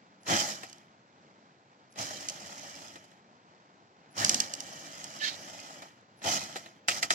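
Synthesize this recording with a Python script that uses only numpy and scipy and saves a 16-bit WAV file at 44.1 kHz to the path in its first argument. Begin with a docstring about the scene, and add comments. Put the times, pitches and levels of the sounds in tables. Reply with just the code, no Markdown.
"""An industrial sewing machine in a workshop runs in short bursts, two microphone ports close by.
Its hook and gears whirr as shaped noise in the cast head and table, with narrow tones under load.
The needle bar ticks in ringing modes; clutch and brake clunk as dying bursts of chatter; the cloth
scrapes and squeaks once; at the end the thread trimmer clacks three times in the same castings.
Behind it far machines and fans fill the hall with a dull, nearly steady rush of noise."""
import sys
import numpy as np
from scipy import signal
from scipy.fft import rfft, irfft, next_fast_len
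from scipy.io import wavfile
from scipy.ndimage import uniform_filter1d, map_coordinates

SR = 44100
rng = np.random.default_rng(int(sys.argv[2]) if len(sys.argv) > 2 else 0)


def unload_audio(sound):
    """Save the sound as a 16-bit wav file, at the path given as the first command line argument."""
    columns = np.transpose(np.atleast_2d(sound))
    # keep every value between -1 and 1, then stretch to whole-number steps
    steps = np.round(np.clip(columns, -1, 1) * 32767)
    wavfile.write(sys.argv[1], SR, steps.astype(np.int16))


N = 314874  # length [samples]

# Steady stitching: (a needle stroke [s], a later stroke [s], strokes between, first time [s], last time [s])
STITCHING_RUNS = [(2.286, 2.404, 2, 2.1, 2.95), (4.604, 5.102, 8, 4.45, 5.8)]
# Resonances of the table: (frequency [Hz], width [Hz], level [dB])
TABLE_MODES = [(99.5, 30.4, -4), (158, 24.2, -1), (207.3, 37, -1.5), (281.7, 26.6, -0.5), (348, 31.5, -3)]
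# Starts of the motor: (clutch bites [s], jolt level [dB], bite to jolt's peak [s], pedal tick level [dB],
# table ring level [dB], bed ring level [dB])
MOTOR_STARTS = [(.2644, -29, 0.051, -46, -42, -37), (1.958, -45, 0.042, -47.5, -52.5, -49),
                (4.16, -37.5, 0.054, -52, -46.5, -50.5), (6.2235, -35, 0.051, -54, -49.5, -43)]


def whirr():
    """Hook and gears rattle, shake the cast head, and the head shakes the table; each stroke adds a throb."""
    # Spectrum of the rattle: (frequency [Hz], density [dB per Hz])
    rattle_spectrum = [(1500, -20.5), (3400, -14), (4100, -5.5), (4700, -5), (5350, -0.5), (5900, -2),
                       (6500, -1.5), (7500, -4.5), (8300, -17), (11000, -21), (13000, -23), (15000, -29.5)]
    # Resonances of the cast head: (frequency [Hz], width [Hz], level [dB])
    head_modes = [(595, 190, -3.5), (771, 140, 0.5), (825, 73, 2), (1267, 200, -3), (1742, 190, -5.5),
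                  (1990, 135, -3), (2409, 51, -3), (3102, 340, -7.5)]
    # Effort of the running machine, one curve a burst, the last under the trimmer: (time [s], rattle level [dB])
    effort_curves = [
        [(.25, -65), (.28, -39), (.31, -30), (.41, -31), (.44, -38), (.5, -36.5), (.575, -49), (.67, -56),
         (.8, -69), (.9, -84)],
        [(1.95, -75), (1.99, -38.5), (2.045, -39), (2.08, -43.5), (2.2, -46.5), (2.4, -50.5), (2.85, -51.5),
         (3.0, -63.5), (3.2, -79.5)],
        [(4.14, -72), (4.18, -34.5), (4.21, -32.5), (4.32, -34.5), (4.44, -40.5), (4.49, -50.5), (5.5, -50.5),
         (5.74, -53.5), (5.86, -58.5), (6.0, -81)],
        [(6.21, -70.5), (6.245, -38), (6.29, -31.5), (6.37, -31), (6.4, -41.5), (6.44, -42), (6.48, -49),
         (6.6, -53), (6.8, -78)],
        [(6.882, -46), (6.905, -34), (6.93, -37.5), (6.995, -39.5), (7.01, -51.5), (7.045, -36.5), (7.075, -53),
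         (7.095, -58), (7.115, -33), (7.14, -33.5)],
    ]
    steady_db = -51  # rattle at a steady run
    head_db, head_grows = -51, 0.71  # level at a steady run, dB per dB of effort
    table_db, table_grows = -58.5, 0.58
    jolt_table_db = -8  # the jolt in the table, over that in the head
    flutter_db, flutter_rate = .6, 45  # size, knots per second

    rattle = sum(gains(rows)[0] for rows in effort_curves)
    effort = rattle / amp(steady_db)
    start_jolt = jolt()
    head = np.hypot(amp(head_db) * effort ** head_grows, start_jolt)
    table = np.hypot(amp(table_db) * effort ** table_grows, amp(jolt_table_db) * start_jolt)

    beat = strokes()
    flutter = amp(flutter_db * wobble(flutter_rate))
    knocking = knocks() * rush(patchy_db=1.6, grain_db=1.5)
    fine = filtered(knocking, lambda hz: amp(along(rattle_spectrum, hz)[0]))
    body = wandering(head_modes)
    # the squared response doubles each table level in dB
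    thrum = filtered(rush(patchy_db=0.0, grain_db=1.2), lambda hz: resonances(TABLE_MODES)(hz) ** 2)

    rattle_sound = rattle * amp(2.3 * beat) * unit(fine)
    head_sound = head * amp(0.5 * beat) * unit(body)
    table_sound = table * amp(0.6 * beat) * unit(thrum)
    return flutter * (rattle_sound + head_sound) + table_sound


def strokes():
    """A pulse of height 1 at every needle stroke while stitching is steady."""
    t = np.arange(N) / SR
    out = np.zeros(N)
    for s0, s1, count, first, last in STITCHING_RUNS:
        turn = 2 * np.pi * count * (t - s0 - .003) / (s1 - s0)  # the throb comes 3 ms after the stroke
        out += ((t > first) & (t < last)) * np.exp(5 * (np.cos(turn) - 1))
    return out


def jolt():
    """The swell that each start sends through the machine, at its level where u is 1."""
    t = np.arange(N) / SR
    out = np.zeros(N)
    for bite, db, peak_s, *_ in MOTOR_STARTS:
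        u = np.maximum(t - bite, 0) / peak_s
        out += amp(db) * (u * np.exp(1 - u)) ** 3
    return out


def knocks():
    """A gain with sudden uneven bumps where loose parts knock at random."""
    rate, decay_s, largest = 500, .0008, .65  # per second, decay [s], largest bump over a base of 1
    hits = (rng.random(N) < rate / SR) * rng.uniform(0, largest, N)
    return unit(1 + signal.lfilter([1], [1, -np.exp(-1 / (decay_s * SR))], hits))


def wandering(peaks):
    """Noise in resonances that drift by crossfading between a low and a high tuning."""
    shift, shift_rate = .035, 7  # share of the frequency, knots per second
    turn = np.pi / 4 * (1 + np.tanh(wobble(shift_rate)))
    shaken = knocks()

    def tuned(k):
        moved = [(hz * k, width, db) for hz, width, db in peaks]
        return filtered(shaken * rush(patchy_db=1.6, grain_db=1.5), resonances(moved))
    return np.cos(turn) * tuned(1 - shift) + np.sin(turn) * tuned(1 + shift)


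def tones():
    """Narrow tones of gears and table under load, at each jolt, before each start and in steady stitching."""
    # Tones that sing under load: (first time [s], last time [s], pitch [Hz], blur [Hz], level [dB])
    load_tones = [(0.275, .38, 330.6, 4.8, -40), (.28, 0.482, 827.4, 3.2, -42.5),
                  (0.275, 0.408, 570, 14, -45), (0.313, 0.38, 1660, 47, -37), (0.309, .365, 2407, 43, -45),
                  (.298, .372, 3120, 60, -37), (.375, .428, 3120, 60, -36), (.292, .345, 2000, 60, -38.5),
                  (.348, .388, 2030, 40, -40), (.39, .47, 2030, 60, -47), (0.35, 0.47, 5100, 400, -39),
                  (1.982, 2.215, 3110, 111, -56), (4.198, 4.272, 1780, 220, -35.5),
                  (4.241, 4.443, 208.8, 20, -46.5), (6.25, 6.298, 3050, 150, -41),
                  (6.302, 6.338, 3050, 60, -39), (6.335, 6.39, 2850, 150, -42.5),
                  (6.26, 6.385, 5900, 330, -40.5), (6.26, 6.3, 3200, 120, -43), (6.24, 6.31, 690, 50, -41),
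                  (6.328, 6.385, 690, 50, -43), (6.29, 6.37, 5900, 300, -39),
                  (6.891, 6.934, 2870, 600, -35)]
    # Table and bed rings: (start after the bite [s], end after the bite [s], pitch [Hz], blur [Hz])
    jolt_tones = [(0.019, 0.11, 102, 7.8), (.01, .1, 700, 160)]
    # Tones of steady stitching: (pitch [Hz], blur [Hz], level [dB])
    steady_tones = [(597.5, 41.2, -63), (2840, 140, -66), (5220, 200, -64)]
    whine_s, whine_hz, whine_blur_hz, whine_db = .065, 10730, 55, -73  # the drive, just before the bite

    rows = list(load_tones)
    for bite, _, _, _, *ring_dbs in MOTOR_STARTS:
        for (start, end, hz, blur_hz), db in zip(jolt_tones, ring_dbs):
            rows.append((bite + start, bite + end, hz, blur_hz, db))
        rows.append((bite - whine_s, bite, whine_hz, whine_blur_hz, whine_db))
    for *_, first, last in STITCHING_RUNS:
        rows += [(first, last, *tone) for tone in steady_tones]
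    return sing(rows, waver_db=2.0)


def needle_bar():
    """Each tick is a short click and a rattling tail in the bar's modes, with a soft thud in the table."""
    # Single ticks, loud and faint: (time [s], level [dB], rise [ms], brightness [dB per octave])
    tick_rows = [(.6974, -37, .6, -1), (.7288, -32, .6, -3), (.7826, -44, .8, -1), (1.923, -47, .8, 0),
                 (1.982, -38, 1.5, 0), (2.115, -36, 1.2, 0), (2.207, -30, 1.5, 0), (2.286, -16.5, 1.8, 0),
                 (2.2973, -21, 1, 0), (2.4022, -36, 1, 0), (3.1155, -50, .8, 0), (4.199, -22, 1.5, 0),
                 (4.2468, -6, .6, 1), (4.257, -30, 1, 9), (4.2942, -3, .5, 1), (4.3437, -7, 1.5, 0),
                 (4.3555, -30, 1, 9), (4.402, -8, 1.4, 1), (4.5372, -16.5, 1, 0), (4.551, -29.5, 1, 0),
                 (4.604, -20.5, 1, 0), (4.6663, -32.5, 1, 0), (4.981, -35, 1, 1), (5.0421, -23, .5, 1),
                 (5.1035, -40, 1, 0), (6.01, -56, 1, 0)]
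    # Modes of the bar: (frequency [Hz], level [dB], 60 dB decay before stretching [s])
    bar_modes = [(2320, -16, 0.019), (2850, -10, 0.025), (3480, -10, 0.022), (4100, -7, .024),
                 (4656, -1, 0.029), (5427, 1, 0.03), (6220, 5.5, 0.026), (7430, 3.5, 0.023),
                 (8980, -8.5, 0.037), (10500, -10, 0.021), (12700, -16.5, 0.018), (14500, -20, .012)]
    # Pedal ticks: (lead before the bite [s], level over the start's pedal tick [dB])
    pedal_ticks = [(0.032, 1), (.019, -6.5)]
    rebound_s, rebound_db, rebound_dull_db = .0026, -9, -10  # delay, level, brightness change per octave
    thud_db, thud_grows = -34.5, 0.52  # level at a 0 dB tick, dB per dB of tick

    t = np.arange(SR // 10) / SR
    thud = amp(-60 * t / 0.037) * (1 - np.exp(-t / 0.006)) * np.cos(2 * np.pi * TABLE_MODES[2][0] * t)
    ticks = list(tick_rows)
    for s, db, rise_ms, bright_db in tick_rows:
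        ticks.append((s + rebound_s, db + rebound_db, rise_ms, bright_db + rebound_dull_db))
    for bite, _, _, pedal_db, *_ in MOTOR_STARTS:
        ticks += [(bite - early, pedal_db + db, .8, 0) for early, db in pedal_ticks]

    out = np.zeros((2, N + SR))
    pivot_hz = bar_modes[5][0]  # brightness tilts the modes about this one
    for s, db, rise_ms, bright_db in ticks:
        bar = [(hz, level + bright_db * np.log2(hz / pivot_hz), t60) for hz, level, t60 in bar_modes]
        click = ring(bar, stretch=.26, smear=.03, rise=rise_ms * 1e-3, scatter=6)
        # a click is mostly alike in both ports, the tail less so
        click = [[1.5], [.15]] * click / np.abs(click).max(axis=1, keepdims=True)
        tail = ring(bar, stretch=.9, smear=0.22, rise=rise_ms * 1e-3, scatter=6)
        tail = [[.3], [.22]] * tail / np.abs(tail).max(axis=1, keepdims=True)
        add(out, s, amp(db) * (0.64 * click + tail))
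        add(out, s, amp(thud_db + thud_grows * db) * thud[None])
    return out[:, :N]


def clunks():
    """Clutch, brake and trimmer blows: dying chatter in casting, bed and needle plate; the frame rings on."""
    # Clutch and brake clunks: (time [s], level [dB], bed share [dB], treble [dB], rise [ms])
    clunk_rows = [(0.264, -34, -3, -14, 2), (0.6319, -38, -2, -4, 0.73), (1.957, -49.5, -0.5, -7, .7),
                  (2.9562, -43, -4, -7, 0.56), (3.0392, -58.5, 2, 3, 1.2), (3.1147, -56.5, -2, -15, 0.97),
                  (4.164, -46, -11, -5.5, 4.8), (5.82, -42.5, -0.5, -5, 1.1), (5.903, -58, -4, -13, 1),
                  (6.2175, -45, -4, -15, 0.96), (6.239, -38, -4, -4, 1), (6.5564, -33, -4.5, -8, .6),
                  (6.563, -43, -2.5, 6, 1.7), (6.6587, -43, -3, -15, 1.1)]
    # Trimmer clacks: (time [s], level [dB], lead-in tick level [dB])
    trimmer_clacks = [(6.8829, -15.5, -46.5), (7.0271, -21, -47), (7.104, -18, -54)]
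    # Resonances of casting, bed and needle plate: (frequency [Hz], width [Hz], level [dB])
    casting_modes = [(1294, 47, 6.5), (1910, 140, 4), (2460, 400, 2.5), (2730, 1020, -1.5), (4080, 330, -2)]
    bed_modes = [(199.6, 290, -8.5), (490, 260, -1), (737, 325, -0.5)]
    plate_modes = [(4840, 280, 3.5), (6550, 1930, -3.5), (7370, 170, 5.5), (8330, 500, -12.5),
                   (12000, 6600, -23)]
    # What a blow rings in the frame: (frequency [Hz], level [dB], 60 dB decay [s])
    frame_modes = [(699.5, -10, .09), (1340, -11.5, .12), (1825, -0.5, .04), (2410, -9.5, .1),
                   (2655, -5.5, 0.061), (3890, -10, .05), (4410, -6, .08), (4770, -8, .09), (5280, -5, .04),
                   (5600, -9, .065), (6630, -10, .07), (7540, -8, 0.073)]
    clunk_t60_s, trim_t60_s = 0.085, 0.063
    trim_bed_db, trim_treble_db, trim_rise_s = -14.5, -2.5, 0.00083
    lead_s, lead_bed_db, lead_treble_db, lead_rise_s = 0.0051, -4, 12, 0.00048  # tick before each clack
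    crack_db, crack_s = 4, 0.0018  # the first instant of a blow stands over its chatter
    ring_db = -3  # ringing over the blow

    blows = [(s, db, bed_db, treble_db, clunk_t60_s, rise_ms / 1000)
             for s, db, bed_db, treble_db, rise_ms in clunk_rows]
    for s, db, lead_db in trimmer_clacks:
        blows.append((s, db, trim_bed_db, trim_treble_db, trim_t60_s, trim_rise_s))
        blows.append((s - lead_s, lead_db, lead_bed_db, lead_treble_db, trim_t60_s, lead_rise_s))

    t = np.arange(SR // 4) / SR
    force = np.zeros((3, N + SR))  # on casting, bed, plate
    rings = np.zeros((2, N + SR))
    for s, db, bed_db, treble_db, t60, rise in blows:
        decay_db = db + crack_db * np.exp(-t / crack_s) - 60 * t / t60
        burst = amp(decay_db) * (1 - np.exp(-t / rise))
        add(force, s, burst * amp([[-3], [bed_db], [treble_db - 3]]))
        # treble lifts only the frame modes above the casting's highest
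        frame = [(hz, level + treble_db * (hz > casting_modes[-1][0]), decay)
                 for hz, level, decay in frame_modes]
        ringing = ring(frame, stretch=1, smear=.02, rise=rise, scatter=2)
        add(rings, s, amp(db + ring_db) * ringing * [[1], [.6]])

    out = rings[:, :N]
    for level, peaks in zip(force[:, :N], (casting_modes, bed_modes, plate_modes)):
        chatter = rush(patchy_db=.3, grain_db=1.5)
        scale = np.std(filtered(chatter, resonances(peaks)))
        out = out + filtered(level * chatter, resonances(peaks)) / scale
    return out


def cloth():
    """Cloth dragged under the foot: grainy resonant scraping with short stick-slip squeaks."""
    # The drag: (time [s], scrape level [dB])
    drag_curve = [(5.19, -58.5), (5.212, -41.5), (5.235, -35), (5.249, -32.5), (5.258, -35), (5.27, -33.5),
                  (5.297, -36.5), (5.31, -41), (5.36, -51)]
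    # Resonances of the scrape: (frequency [Hz], width [Hz], level [dB])
    scrape_modes = [(2000, 1400, -4.5), (3210, 240, 0.5), (3780, 350, 1.5), (4380, 250, 4.5),
                    (4620, 700, -2), (6570, 2250, -10)]
    # Squeaks: (first time [s], last time [s], pitch [Hz], blur [Hz], level [dB])
    squeak_tones = [(5.207, 5.27, 1750, 6, -31), (5.197, 5.228, 2980, 70, -43),
                    (5.26, 5.305, 3180, 60, -41), (5.236, 5.258, 4000, 250, -33),
                    (5.275, 5.305, 4300, 150, -39)]
    scrape_right, squeak_right = 0.37, .6  # how far each leans to the right port
    grit = filtered(rush(patchy_db=1, grain_db=2), resonances(scrape_modes))
    shared, apart = gains(drag_curve)[0] * unit(grit)
    squeak = sing(squeak_tones, waver_db=1.5)[0]
    return np.array([shared + squeak, apart - scrape_right * shared - squeak_right * squeak])


def hall():
    """Far machines and fans: a dull, nearly steady rush of noise, kept below 8.1 kHz here."""
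    # Spectrum of the hall: (frequency [Hz], density [dB per Hz])
    hall_spectrum = [(30, -22.5), (60, -16.5), (100, 0.5), (200, 5), (420, -1), (650, 0), (1100, -0.5),
                     (2000, -6.5), (3000, -12.5), (4000, -13.5), (5600, -16.5), (7300, -20), (8600, -34),
                     (15000, -49.8)]
    noise = rush(patchy_db=0.5, grain_db=1.0)
    far = filtered(noise, lambda hz: amp(along(hall_spectrum, hz)[0]) * (hz < 8100))
    waver_db = .3 * wobble(3) + .8 * wobble(12)
    return amp(-61.0 + waver_db) * unit(far)


def sing(rows, waver_db):
    """Tones with soft ends; the phase wanders by the blur and the level wavers."""
    out = np.zeros((2, N + SR))
    for first, last, hz, blur_hz, db in rows:
        t = np.arange(round((last - first) * SR)) / SR
        steps = rng.standard_normal((2, len(t))) * np.sqrt(2 * np.pi * abs(blur_hz) / SR)
        phase = np.cumsum(steps, axis=1) + rng.uniform(0, 2 * np.pi, (2, 1))
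        fade = signal.windows.tukey(len(t), min(.7, .08 / (last - first)))
        waver = np.interp(t * 40, np.arange(64), rng.standard_normal(64))  # 40 knots a second
        level = np.sqrt(2) * amp(db) * unit(amp(waver_db * waver)) * fade
        add(out, first, level * np.sin(2 * np.pi * hz * t + phase))
    return out[:, :N]


def ring(modes, stretch, smear, rise, scatter):
    """Two unrelated ringings; smear blurs each mode to a narrow band, scatter [rad] sets them out of step."""
    t = np.arange(SR // 10) / SR
    out = 0
    for hz, db, t60 in modes:
        drift = np.cumsum(rng.normal(0, smear, (2, len(t))), axis=1) + rng.uniform(0, scatter, (2, 1))
        level = amp(db + rng.normal(0, 0.85) - 60 * t / (t60 * stretch))
        out = out + level * np.sin(2 * np.pi * hz * t + drift)
    attack = 1 - np.exp(-(t / rise) ** 2)
    return out * attack / np.linalg.norm(amp(np.array(modes)[:, 1]))


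def rush(patchy_db, grain_db):
    """Two unrelated noises with patches of gain and fast grains in common."""
    z = signal.stft(rng.standard_normal((2, N)), nperseg=256)[2]
    field = uniform_filter1d(rng.standard_normal(z.shape[1:]), 4, 0)  # smooth over frequency
    field = uniform_filter1d(field, 10, 1)  # and over time
    pair = signal.istft(z * amp(patchy_db * unit(field)), nperseg=256)[1][:, :N]
    return pair * amp(grain_db * wobble(350))


def resonances(peaks):
    """Causal response of (frequency [Hz], width [Hz], level [dB]) resonances with alternating signs."""
    def response(f):
        total = 0
        for k, (center, width, db) in enumerate(peaks):
            damping = 1j * f * width
            total = total + (-1) ** k * amp(db) * damping / (center * center - f * f + damping)
        return total
    return response


def filtered(x, response):
    """x times a complex response of frequency."""
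    m = next_fast_len(N + SR // 2)
    return irfft(rfft(x, m) * response(np.fft.rfftfreq(m, 1 / SR)), m)[..., :N]


def wobble(rate):
    """A smooth random curve, rate knots a second."""
    return map_coordinates(rng.standard_normal(int(N * rate / SR) + 4), [np.arange(N) * rate / SR])


def gains(rows):
    """One gain per sample for each dB column, silent outside the rows."""
    s, *cols = np.transpose(rows)
    return np.array([amp(np.interp(np.arange(N) / SR, s, c, -150, -150)) for c in cols])


def along(points, hz):
    """Columns of (frequency [Hz], value, ..) points read on a log axis."""
    f, *cols = np.transpose(points)
    return [np.interp(np.log(hz + 1), np.log(f + 1), c) for c in cols]


def add(track, s, sound):
    """Adds sound into track from time s."""
    i = round(s * SR)
    track[:, i:i + sound.shape[1]] += sound


def amp(db):
    """Amplitude of a level in dB."""
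    return 10 ** (np.asarray(db) / 20)


def unit(x):
    """x scaled to an RMS of 1."""
    return x / np.sqrt(np.mean(x ** 2) + 1e-20)


def scene():
    """Row 0 is what both ports share, row 1 what differs between them."""
    # Where the machine sounds from: (frequency [Hz], lean to the left port)
    machine_lean = [(300, 0), (700, .6), (1200, -.4), (1950, .35), (2500, 0), (3100, -.5), (4200, 0),
                    (9000, .25)]
    shared, apart = whirr() + tones() + clunks()
    leaning = filtered(shared, lambda hz: along(machine_lean, hz)[0])
    machine = np.array([shared, apart + leaning])
    return machine + needle_bar() + cloth() + hall()


def record(dry):
    """The ports differ in likeness, delay and level; deep bass is cut, nothing above the band limit is kept."""
    # The two microphone ports: (frequency [Hz], likeness [0-1], left lead besides the delay [rad],
    # left over right [dB])
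    port_curves = [(100, 1, -0.16, -2.5), (301.5, 0.89, 1.27, 0.5), (715, 0.79, 0.81, 3),
                   (1140, 0.91, -0.15, 1.5), (1718, 0.31, 0.066, 0), (2670, 1, -1.07, 0),
                   (3060, .8, 0.31, -4.5), (4970, 0, -0.25, -7), (7200, 0.18, 0.056, -2.5),
                   (10930, 0.1, -0.3, 6), (15000, 0.02, -1.5, 0)]
    lag_s = 0.000369  # the left port hears later
    bass_hz, bass_floor_db = 92, -10  # the bass cut and what it leaves
    top_hz = 15850  # band limit

    def bass_cut(hz):
        return np.hypot(amp(bass_floor_db), 1 / np.sqrt(1 + (bass_hz / (hz + 1)) ** 8))

    def port(sign, row):
        def response(hz):
            alike, lead, tilt_db = along(port_curves, hz)
            lag = 2 * np.pi * hz * lag_s - lead
            turn = np.arccos(np.clip(alike, 0, 1)) / 2
            share = sign * np.sin(turn) if row else np.cos(turn)
            shifted = share * amp(sign * tilt_db / 2) * np.exp(-.5j * sign * lag)
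            return shifted * bass_cut(hz) * (hz < top_hz)
        return filtered(dry[row], response)
    return np.array([port(sign, 0) + port(sign, 1) for sign in (1, -1)])  # left, right


dry = scene()
out = record(dry)
unload_audio(out)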